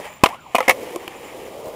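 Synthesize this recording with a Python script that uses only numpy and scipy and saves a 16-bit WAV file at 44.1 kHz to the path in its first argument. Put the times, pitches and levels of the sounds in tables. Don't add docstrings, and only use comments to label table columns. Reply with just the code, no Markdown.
import sys
import numpy as np
from scipy import signal
from scipy.fft import rfft, irfft
from scipy.io import wavfile
from scipy.ndimage import uniform_filter1d, map_coordinates

SR = 44100
rng = np.random.default_rng(int(sys.argv[2]) if len(sys.argv) > 2 else 0)


def pcm_store(signal):
    levels = np.round(np.clip(np.atleast_2d(signal), -1, 1) * 32767)
    wavfile.write(sys.argv[1], SR, levels.astype(np.int16).T)


N = 77175
T = np.arange(N) / SR
DECK_RISE_S, WHEEL_HZ = 0.0013, 516


def amp(db):
    return 10 ** (np.asarray(db) / 20)

def unit(x):
    return x / np.sqrt(np.mean(x ** 2))

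def noise():
    return rng.standard_normal(N)

def curve(table, column):
    rows = np.array(table)
    return np.interp(T, rows[:, 0], rows[:, column])

def colour(x, points):
    hz, db = np.array(points).T
    bins_hz = np.maximum(np.fft.rfftfreq(N, 1 / SR), 1)
    gain = amp(np.interp(np.log(bins_hz), np.log(hz), db))
    return unit(irfft(rfft(x) * gain, N))

def resonate(x, hz, width_hz):
    return unit(signal.lfilter(*signal.iirpeak(hz, hz / width_hz, fs=SR), x))

def walk(per_s):
    size = max(int(SR / per_s), 2)
    return unit(uniform_filter1d(uniform_filter1d(noise(), size), size))

def fade(t60):
    return np.exp(-np.log(1000) * T / t60)

def rise(s):
    return 1 - np.exp(-T / s)

def at(s, x):
    return np.concatenate([np.zeros(max(int(s * SR), 0)), x])[:N]

def ring(modes, ratio=1, tilt_db=0):
    y = sum((-1) ** k * amp(db + tilt_db * np.log2(hz)) * fade(t60) * np.sin(2 * np.pi * hz * ratio * T)
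            for k, (hz, db, t60) in enumerate(modes))
    return y / np.abs(y).max()


# frequency in Hz, relative level in dB, t60 in seconds.
DECK_MODES = [(239.4, -21, 0.041), (698, -2.5, 0.041), (792, -6.5, 0.032), (893, -18, 0.046),
              (1054.4, 1.5, 0.037), (1200, -21.5, 0.032)]
TRUCK_MODES = [(1718, -5.5, 0.025), (1870, -4.5, 0.03), (2007, -1, 0.029), (2230, 8, 0.027),
               (2395, -15, 0.026), (2653, -9, 0.04), (2970, -22, 0.032)]
# frequency in Hz, relative level in dB.
WOOD_SPECTRUM = [(100, -48), (350, 0.5), (800, 4.5), (1200, 9.5), (1550, -12.5), (2200, 0.5), (3200, -2.5),
                 (4200, -28), (15000, -49)]
SLAP_SPECTRUM = [(150, -24.5), (800, 7), (1300, -4), (1620, -17), (2050, -5.5), (2700, 2.5), (3800, -11),
                 (5000, -10.5), (15000, -78)]
CRACK_SPECTRUM = [(60, -60), (200, 0.5), (1000, 13), (1550, -13.5), (2800, -2), (4100, -3), (6000, -1.5),
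                  (12000, -3.5), (15500, -10.5)]
# start in seconds, deck, truck, slap and crack
# levels in dB, deck pitch ratio under the feet, deck brightness in dB per octave, truck pitch ratio.
BOARD_BLOWS = [(0.2355, -8, -9, -10.5, -2, .94, 3, .85), (0.2374, 1.5, -10, -0.5, -24, 0.95, 12.5, 0.85),
               (0.2594, -12.5, -10.5, -2, -20, .97, 7, 0.93), (0.2635, -14, -29, -39, -29, 0.98, -2, 0.72),
               (0.288, -22, -42, -35, -30, 1, -7, 1.2), (0.3428, -25, -43, -37, -46, 0.97, -1, 1.1),
               (0.5474, -2.5, -24, -33, -21, 0.99, 3, 1.2),
               (0.5520, -15, -6, -11.5, -13.5, 1.0, -5.5, 1.11),
               (0.5611, -16, -7, -41, -22.5, 1.0, -4.5, 1.1), (0.583, -7.5, -18, -24, -18, 0.95, -5, 0.88),
               (.6042, -9, -11.5, -21, -21, 1.21, -1.5, 0.92),
               (0.6268, -22, -18.5, -30, -34, 1.06, 0, 1.02), (0.679, -7, -5, -34, -23, 1.1, -10, 1),
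               (0.6818, -10, .5, -21, -10.5, 1.055, -2.5, .96), (.6930, -5, -17, -37, -9.5, 1.06, -2.5, 1),
               (0.6954, -24, 5, -14, -8, 1.086, 18, 1), (.7010, -12.5, -3.5, -32, -22, 1.2, 16, 1.0),
               (0.7074, -17, -4, -19, -16, 1.05, 7, .97), (0.7115, -28, -7, -15.5, -37, 1, -5, 1)]

def blows(thud_s=0.00079, thud_hz=310):
    thud = T / thud_s * np.exp(1 - T / thud_s) * np.sin(2 * np.pi * thud_hz * T)
    out = amp(4.5) * at(BOARD_BLOWS[0][0], thud)
    wood_env = amp(-8.5) * rise(DECK_RISE_S) * fade(0.048)
    slap_env = rise(0.0008) * fade(0.02)
    crack_env = rise(0.0008) * (fade(0.014) + amp(-15.5) * fade(0.074))
    wood, slap, crack = (colour(noise(), band) for band in (WOOD_SPECTRUM, SLAP_SPECTRUM, CRACK_SPECTRUM))
    for s, deck_db, truck_db, slap_db, crack_db, deck_ratio, tilt_db, truck_ratio in BOARD_BLOWS:
        out += amp(deck_db) * at(s, rise(DECK_RISE_S) * ring(DECK_MODES, deck_ratio, tilt_db))
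        out += amp(deck_db) * at(s, wood_env) * wood
        out += amp(truck_db) * at(s, rise(0.0021) * ring(TRUCK_MODES, truck_ratio))
        out += amp(slap_db) * at(s, slap_env) * slap
        out += amp(crack_db) * at(s, crack_env) * crack
    return out


# start in seconds, level in dB, bump in dB over the ring.
TOUCHDOWNS = [(0.5463, -11, -1), (.583, -18.5, 8), (0.6041, -12.5, -11), (.680, -10, -14),
              (.6932, -9.5, -30)]

def wheel_landings(t60=0.075, bump_hz=250, bump_t60=0.026):
    out = np.zeros(N)
    for s, db, bump_db in TOUCHDOWNS:
        modes = [(WHEEL_HZ, 0, t60), (bump_hz, bump_db, bump_t60)]
        out += at(s, amp(db) * rise(DECK_RISE_S) * ring(modes))
    return out


# frequency in Hz, relative level in dB, t60 in seconds.
KNOCK_MODES = [(356.4, -4, 0.048), (580, -14, 0.033), (990, -13, 0.01)]
# frequency in Hz, relative level in dB.
TICK_SPECTRUM = [(200, 6), (900, 7), (1400, -10), (2000, 5), (2900, 9), (3700, 0), (4500, -18),
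                 (15000, -10)]
# start in seconds, deck, knock, tick and crack in dB.
SEAM_CROSSINGS = [(0.9596, -19.5, -15, -28.5, -21.5), (1.0784, -30.5, -30, -18, -25)]

def seams():
    out = np.zeros(N)
    for s, deck_db, knock_db, tick_db, crack_db in SEAM_CROSSINGS:
        tick = amp(tick_db) * colour(noise(), TICK_SPECTRUM)
        crack = amp(crack_db) * colour(noise(), CRACK_SPECTRUM)
        body = amp(knock_db) * ring(KNOCK_MODES) - amp(deck_db) * ring(DECK_MODES)
        out += at(s, rise(DECK_RISE_S) * body + rise(0.00025) * fade(0.013) * (tick + crack))
    return out


# time in seconds, pitch in Hz, level in dB.
PIVOT = [(.305, 891, -30), (.322, 953, -33), (.336, 985, -35), (.348, 1250, -51), (.375, 1428, -48),
         (.405, 1438, -53), (.43, 1322, -50), (.452, 1130, -51), (.464, 970, -36.5), (.478, 816, -45),
         (.505, 680, -51)]

def squeak(jitter=0.075, flutter_db=3, edge_s=0.0027):
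    hz = curve(PIVOT, 1) * (1 + jitter * walk(760))
    tone = unit(np.sin(2 * np.pi * np.cumsum(hz) / SR))
    gate = np.clip(np.minimum(T - PIVOT[0][0], PIVOT[-1][0] - T) / edge_s, 0, 1)
    return gate * amp(curve(PIVOT, 2) + flutter_db * walk(99)) * tone


# frequency in Hz (the rumble's at speed 1), relative level in dB.
RUMBLE_SPECTRUM = [(25, -30), (100, -15.5), (200, -10), (300, -5), (390, 1), (540, 0), (740, -7),
                   (1020, -13.5), (1400, -31), (4000, -30)]
GRIT_SPECTRUM = [(400, -38), (800, 11), (1100, 2), (1500, -4), (1900, 3), (2300, 4), (3100, -5.5),
                 (4100, -17), (5000, -17.5), (7000, -13), (15000, -22.5)]
HISS_SPECTRUM = [(2000, -15), (3000, 23.5), (4200, 7.5), (5200, 12.5), (8200, -14), (9500, 15.5),
                 (15500, -32)]
# time in seconds, speed relative to mid-run.
WHEEL_SPEED = [(0, 1.15), (.2, 1.23), (.75, 0.99), (1.1, 0.91), (1.48, 0.99), (1.61, 1.125), (1.75, 1.19)]
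# time in seconds, rumble in dB, grit in dB.
ROLL_LEVELS = [(0, -29, -40.5), (.04, -42, -36.5), (.055, -32.5, -31.5), (.078, -54, -36.5),
               (.1, -46.5, -46.5), (.22, -62, -49), (.29, -40.5, -35), (.35, -47, -43.5), (.40, -68, -63.5),
               (.53, -50.5, -48.5), (.64, -44, -35.5), (.74, -32, -44.5), (.83, -32.5, -43.5),
               (.87, -32, -39.5), (.94, -35, -44.5), (1.06, -39, -43), (1.14, -41.5, -42),
               (1.31, -36.5, -42), (1.47, -35.5, -46), (1.62, -34, -52.5), (1.75, -34.5, -55)]

def rolling(hum_db_per_speed=14):
    speed = curve(WHEEL_SPEED, 1)
    wobble = amp(1.48 * walk(33))
    floor = grains() * wobble
    hum_db = -5 + hum_db_per_speed * (speed - 1)
    hum = amp(hum_db) * wobble * resonate(grains(), WHEEL_HZ, width_hz=34)
    rumble = unit(colour(floor, RUMBLE_SPECTRUM) + hum)
    rumble = map_coordinates(rumble, [np.cumsum(speed)], mode="mirror")
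    rumble_db, grit_db = curve(ROLL_LEVELS, 1), curve(ROLL_LEVELS, 2)
    hiss = amp((rumble_db + grit_db) / 2 - 13.5) * colour(noise(), HISS_SPECTRUM)
    return amp(rumble_db) * rumble + amp(grit_db) * colour(floor, GRIT_SPECTRUM) + hiss

def grains(per_s=5000, spread_db=2.5):
    hit = rng.random(N) < per_s / SR
    return hit * np.sign(noise()) * amp(spread_db * np.minimum(rng.exponential(size=N), 6))


# start in seconds, length in seconds, level in dB.
INSECT_CHIRPS = [(0.03, 0.16, -60.5), (1.156, 0.16, -60), (1.445, 0.095, -64)]

def insect(trill_db=-64, pitches_hz=(7170, 14900), width_hz=170, edge_s=0.014):
    tone, overtone = (resonate(resonate(noise(), hz, width_hz), hz, width_hz) for hz in pitches_hz)
    level = amp(trill_db) + sum(amp(db) * np.clip(np.minimum(T - s, s + length - T) / edge_s, 0, 1)
                                for s, length, db in INSECT_CHIRPS)
    flutter = amp(3 * walk(54))
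    return level * flutter * (tone + amp(-5) * overtone)


# frequency in Hz, relative level in dB.
AIR_SPECTRUM = [(25, 3.5), (120, 6), (400, -0.5), (850, 1.5), (1200, 4), (1600, -25), (2300, -1.5),
                (3200, -6.5), (4200, -16), (15000, -27.5)]

def night_air():
    return amp(-47) * colour(noise(), AIR_SPECTRUM)


def bowl(x, db=-39.5, t60=0.21, delay_s=0.018, top_hz=3000):
    dull = signal.sosfilt(signal.butter(2, top_hz, fs=SR, output="sos"), noise())
    echo = at(delay_s, dull * fade(t60))
    return x + amp(db) * signal.fftconvolve(x, echo / np.sqrt(np.sum(echo ** 2)))[:N]

def scene():
    impacts = bowl(blows() + wheel_landings() + seams())
    return (impacts + rolling() + squeak() + insect() + night_air())[None]

def record(dry, low_cut_hz=52, top_hz=15450):
    clipped = np.clip(dry, -1, 1)
    thin = signal.sosfilt(signal.butter(1, low_cut_hz, "high", fs=SR, output="sos"), clipped)
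    return signal.sosfilt(signal.ellip(8, 0.2, 70, top_hz, fs=SR, output="sos"), thin)


dry = scene()
out = record(dry)
pcm_store(out)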